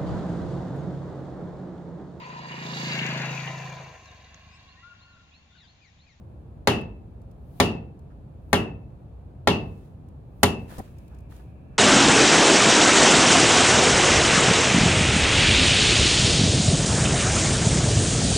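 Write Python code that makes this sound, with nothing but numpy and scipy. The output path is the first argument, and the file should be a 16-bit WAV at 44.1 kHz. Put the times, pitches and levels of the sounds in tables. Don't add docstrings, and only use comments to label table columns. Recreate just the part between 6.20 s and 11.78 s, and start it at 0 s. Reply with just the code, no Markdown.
import sys
import numpy as np
from scipy import signal
from scipy.fft import rfft, irfft
from scipy.io import wavfile
from scipy.ndimage import uniform_filter1d

SR = 44100
rng = np.random.default_rng(int(sys.argv[2]) if len(sys.argv) > 2 else 0)


def put_to_file(sound):
    columns = np.atleast_2d(sound).T
    safe = np.clip(columns, -1, 1)
    whole_steps = np.round(safe * 32767)
    wavfile.write(sys.argv[1], SR, whole_steps.astype(np.int16))


N = 246078
T = np.arange(SR) / SR


def gain_of(db):
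    return 10 ** (np.asarray(db) / 20)


def unit_rms(x):
    return x / np.sqrt(np.mean(x ** 2) + 1e-20)


def curve(points, hz):
    f, value = np.transpose(points)
    return np.interp(np.log(hz + 1), np.log(f + 1), value)


def add(mix, s, sound):
    part = mix[:, round(s * SR):][:, :sound.shape[1]]
    part += sound[:, :part.shape[1]]


def bins(x):
    return np.fft.rfftfreq(x.shape[-1], 1 / SR)


def eq(x, db):
    return irfft(rfft(x) * gain_of(db), x.shape[1])


def noise(spectrum, size):
    # f/Hz, correlation
    likeness = [(60, 0.97), (250, 0.85), (500, 0.55), (1000, -0.1), (2000, 0.2), (4000, -0.11), (12000, 0)]
    white = rng.standard_normal((2, size))
    hz = bins(white)
    left, other = rfft(white)
    same = curve(likeness, hz)
    pair = np.array([left, same * left + np.sqrt(1 - same ** 2) * other])
    return irfft(pair * gain_of(curve(spectrum, hz)) * np.sqrt(SR / 2), size)


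def burst(peak_s):
    return T / peak_s * np.exp(1 - T / peak_s)


def outdoors(rumble_db=-42.5, hum_early_db=-8, hum_late_db=3):
    # f/Hz, relative level/dB
    rumble_spectrum = [(20, -34), (32, -21.5), (60, 0), (98, -6.5), (138, -6.5), (190, -14), (420, -23.5),
                       (720, -27.5), (1000, -34.5), (2000, -51.5), (4200, -56.5), (5200, -63.5),
                       (12400, -65.5), (16000, -72)]
    # f/Hz, density/dB
    hum_spectrum = [(1400, -125), (1690, -103), (1950, -125), (2380, -101.5), (2500, -105), (2630, -101),
                    (2850, -115), (3500, -140)]
    rumble = gain_of(rumble_db) * unit_rms(noise(rumble_spectrum, N))
    hum_db = np.interp(np.arange(N) / SR, [4, 4.8], [hum_early_db, hum_late_db])
    return rumble + gain_of(hum_db) * noise(hum_spectrum, N)


def ring(modes, rise_s, lead_s, scatter_s):
    hz, db, t60 = np.transpose(modes)[:, :, None]
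    start = scatter_s * rng.random(hz.shape)
    sides = []
    for lag in (0, lead_s):
        t = np.maximum(T - start - lag, 0)
        envelope = gain_of(db - 60 * t / t60) * (1 - np.exp(-t / rise_s))
        sides.append((envelope * np.sin(2 * np.pi * hz * t)).sum(0))
    return np.array(sides)


def joint_crack(peak_s):
    # f/Hz, density/dB
    spectrum = [(60, -69.5), (400, -49), (900, -47), (1400, -48), (2000, -46.5), (3000, -53.5),
                (4200, -53.5), (5500, -60.5), (7000, -60), (8200, -65), (10500, -62.5), (16000, -74)]
    return noise(spectrum, SR) * burst(peak_s)


def with_echoes(knock, dull_hz=4500):
    # delay/s, level/dB
    reflections = [(.0051, -14), (0.0095, -8), (.026, -19)]
    out = knock.copy()
    dull = signal.lfilter(*signal.butter(1, dull_hz, fs=SR), knock)
    for s, db in reflections:
        add(out, s, gain_of(db) * dull)
    return out


def zigzag(lead_s=0.00007, wander_s=0.00044):
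    # cut-off/Hz, level/dB, band half-width/Hz, t60/s
    cross_modes = [(2584, 10, 1200, .44), (2715, 9.5, 360, 0.3), (2775, 11, 570, .2),
                   (4380, -6.5, 300, .28), (5530, 6, 220, 0.18)]
    # round trip/s, level/dB
    joints = [(0.0116, -1), (.019, -8.5), (.026, -5), (.044, -15), (.0625, -23.5)]
    hz, echoes = bins(T), 0
    trips, trip_db = np.transpose(joints)[:, :, None]
    for cut_hz, db, width_hz, t60 in cross_modes:
        damped = hz - 1j * np.log(1000) / (2 * np.pi * t60)
        along = np.sqrt(cut_hz ** 2 - damped ** 2)
        band = gain_of(db) / (1 + ((hz - cut_hz) / width_hz) ** 2)
        paths = trips + wander_s * rng.uniform(-1.1, 1, trips.shape)
        echoes = echoes + band * (gain_of(trip_db) * np.exp(-2 * np.pi * paths * along)).sum(0)
    return irfft([echoes, echoes * np.exp(-2j * np.pi * hz * lead_s)])


def diffuse(spectrum, t60s, rise_s):
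    hz, t, bands = signal.stft(noise(spectrum, SR), SR, nperseg=1024, noverlap=768)
    decay = gain_of(-60 * t / curve(t60s, hz)[:, None])
    _, wash = signal.istft(bands * decay, SR, nperseg=1024, noverlap=768)
    return wash[:, :SR] * (1 - np.exp(-T / rise_s)) ** 2


def afterglow():
    # f/Hz, t60/s
    wash = [(30, -78.5), (65, -49), (200, -47.5), (450, -53.5), (900, -52.5), (1400, -61), (1850, -60),
            (2400, -63), (3200, -64), (4500, -68.5), (6000, -71), (8000, -74), (11000, -73), (16000, -87)]
    wash_t60 = [(80, 0.98), (250, 0.66), (700, 0.52), (1500, .33), (3000, 0.33), (6000, .25), (12000, 0.19)]
    # f/Hz, t60/s
    sing = [(2450, -110), (2560, -70), (2605, -42), (2670, -47.5), (2730, -44.5), (2840, -34), (2960, -44),
            (3150, -58), (4200, -89), (4480, -61.5), (5100, -89.5), (5640, -62.5), (6200, -100)]
    sing_t60 = [(2620, 0.39), (2730, 0.28), (2850, 0.2), (3100, .16), (4450, .27), (5600, 0.16)]
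    return diffuse(wash, wash_t60, rise_s=0.00091) + diffuse(sing, sing_t60, rise_s=0.045)


def mallet(fresh_share=0.37):
    # t/s, force/dB, wall/dB, air column/dB, cross waves/dB, crack/dB, crack rise/s, tail/dB,
    # then how squarely the head lands, heard as gain/dB at 1.6, 4.3 and 10 kHz
    blows = [(0.4724, 0, -4, -1, 3, -2, 0.0022, 0.5, 1.5, 2.5, 0),
             (1.4000, 0.5, 1, 2, 2, -0.5, 0.0023, 0.5, -1.5, 3, 1),
             (2.3297, 2, -0.5, -1, 6.5, -1.5, 0.0016, -2, 2.5, -2, 1),
             (3.2727, 3.5, 0, -1.5, 3, -5.5, 0.0021, -2, -1.5, 3, -3.5),
             (4.231, 1, 1, 2, 5, 2, 0.0025, -1.5, -1, 1.5, 6.5)]
    contact_hz = [1000, 1600, 4300, 10000]
    # f/Hz, level/dB, t60/s
    wall_modes = [(698, -12, 0.054), (808.7, -1.5, 0.019), (902, -12, 0.017), (994, -22, 0.16),
                  (1307.4, -25.5, 0.092), (1359, -32.5, 0.17), (1650, -25.5, .06), (1827, -21.5, 0.1),
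                  (2172, -23.5, 0.078), (3420, -26, .04), (4110, -23.5, 0.04)]
    column_modes = [(89.4, -20, 0.22), (160.3, -20, 0.11), (252.1, -15.5, 0.14), (328, -28, 0.11),
                    (400.6, -16, 0.13), (562.7, -19, 0.1), (680.6, -28, 0.17), (712, -27, 0.15),
                    (1092, -27.5, 0.19), (1140, -30.5, .12)]
    drain_modes = [(62.6, -42, 0.32), (117.7, -28.5, 0.37), (149, -27, 0.41), (164.6, -28, .5),
                   (186.3, -27, 0.26), (209.7, -31.5, 0.64), (231.7, -28, 0.63), (272.2, -31, 0.59),
                   (316.7, -26.5, 0.41), (382.3, -25.5, .36), (409.5, -26.5, .42), (457.7, -32, 0.59),
                   (457.5, -38, 0.14), (607, -35.5, 0.24), (684, -28.5, 0.16), (820, -30, 0.33),
                   (886, -35, 0.27), (907, -43.5, 0.13), (1014, -35, 0.22), (1156, -36.5, 0.33),
                   (1288, -43, 0.41), (1456, -46, 0.38), (1770, -43, 0.44), (1920, -44, 0.4),
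                   (2140, -52.5, 0.5)]
    # f/Hz, left minus right/dB
    balance = [(100, -0.5), (500, 0.5), (1000, 2), (2000, 3), (3000, 2.5), (5000, 3), (7000, 5.5),
               (9500, -4.5), (13000, 3)]
    wall = ring(wall_modes, rise_s=0.0013, lead_s=0.00009, scatter_s=0.0002)
    column = ring(column_modes, rise_s=0.0023, lead_s=0.00016, scatter_s=0.002)
    drain = ring(drain_modes, rise_s=0.0099, lead_s=0.0001, scatter_s=0.02)
    common_glow = afterglow()
    out = np.zeros((2, N))
    for s, force_db, wall_db, column_db, cross_db, crack_db, peak_s, tail_db, *contact_db in blows:
        knock = with_echoes(gain_of(wall_db) * wall + gain_of(crack_db) * joint_crack(peak_s))
        air = gain_of(column_db) * column + gain_of(cross_db) * zigzag()
        tail = drain + np.sqrt(1 - fresh_share) * common_glow + np.sqrt(fresh_share) * afterglow()
        blow = np.zeros((2, N))
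        add(blow, s, knock + air + gain_of(tail_db) * tail)
        colour = list(zip(contact_hz, [0, *contact_db]))
        out += eq(blow, force_db + curve(colour, bins(blow)))
    side_db = curve(balance, bins(out)) / 2
    return eq(out, [side_db, -side_db])


def small_knocks(bump_s=0.005, tick_s=0.0021):
    # f/Hz, density/dB
    bumps = [(4.518, -9), (4.58, -2), (4.594, 0)]
    bump_spectrum = [(50, -58), (150, -48.5), (280, -61.5), (500, -64.5), (900, -64.5), (1300, -77.5),
                     (1800, -79), (3000, -99), (15000, -104)]
    # f/Hz, relative level/dB
    scuffs = [(1.901, -62, 0.0087), (4.486, -52, 0.028), (4.67, -63, 0.0076), (4.9, -62, 0.026),
              (5.119, -53.5, 0.0033), (5.166, -74, 0.025), (5.195, -56, 0.005), (5.499, -65, .06)]
    scuff_spectrum = [(300, -4), (900, 7.5), (1700, 6.5), (2100, -10), (4200, -17), (5500, -20.5),
                      (15000, -35)]
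    # f/Hz, relative level/dB
    grit = [(0.612, -57), (1.016, -68), (1.112, -65), (1.791, -65), (3.885, -65.5), (4.582, -44.5),
            (4.590, -45), (4.784, -58), (4.879, -61), (4.946, -64), (4.986, -62), (5.004, -67),
            (5.133, -74.5), (5.163, -60)]
    tick_spectrum = [(500, -40), (3000, -8), (5500, -5.5), (10000, -6), (15500, -9)]
    out = np.zeros((2, N))
    for s, db in bumps:
        add(out, s, gain_of(db) * noise(bump_spectrum, SR) * burst(bump_s))
    for s, db, peak_s in scuffs:
        add(out, s, gain_of(db) * unit_rms(noise(scuff_spectrum, SR)) * burst(peak_s))
    for s, db in grit:
        add(out, s, gain_of(db) * unit_rms(noise(tick_spectrum, SR)) * burst(tick_s))
    return out


def sleeve(growth_db_per_s=114):
    # t/s, level/dB
    swings = [(1.4, -61), (2.33, -72.5), (4.231, -69.5)]
    # f/Hz, relative level/dB
    spectrum = [(1500, -7.5), (4000, -5), (7000, -11), (10000, -6.5), (12500, -1.5), (15500, -5.5)]
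    t = np.arange(N) / SR
    level = sum((t < s) * gain_of(db - growth_db_per_s * abs(s - t)) for s, db in swings)
    return level * unit_rms(noise(spectrum, N))


def rustle(grain_db=1.5, attack_s=0.031, release_db_per_s=126):
    # t/s, length/s, level/dB
    swells = [(3.362, 0.3, -68), (4.358, .11, -63.5), (4.469, 0.1, -51.5), (4.62, 0.064, -69),
              (4.74, .24, -72), (5.08, .085, -59)]
    # f/Hz, relative level/dB
    spectrum = [(200, 10.5), (800, 13), (1700, 7.5), (2400, 5), (3200, 5), (6000, -1.5), (10000, -0.5),
                (15500, -2.5)]
    t, level = np.arange(N) / SR, 0
    for s, length, db in swells:
        attack = np.clip((t - s) / attack_s, 0, 1) ** 2
        level = level + attack * gain_of(db - release_db_per_s * np.maximum(t - s - length, 0))
    grain = unit_rms(uniform_filter1d(rng.standard_normal(N), 130))
    return level * unit_rms(noise(spectrum, N) * gain_of(grain_db * grain))


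def scene():
    return mallet() + rustle() + small_knocks() + outdoors() + sleeve()


def record(dry, edge_hz=16300):
    # f/Hz, gain/dB
    ports = [(6200, -0.5), (6900, 1.5), (7800, -2), (9300, 1.5), (11000, -0.5)]
    coloured = eq(dry, curve(ports, bins(dry)))
    rounded = coloured / (1 + coloured ** 8) ** (1 / 8)
    low_pass = signal.firwin(511, edge_hz, window=("kaiser", 9), fs=SR)
    return signal.oaconvolve(rounded, low_pass[None], "same")


dry = scene()
out = record(dry)
put_to_file(out)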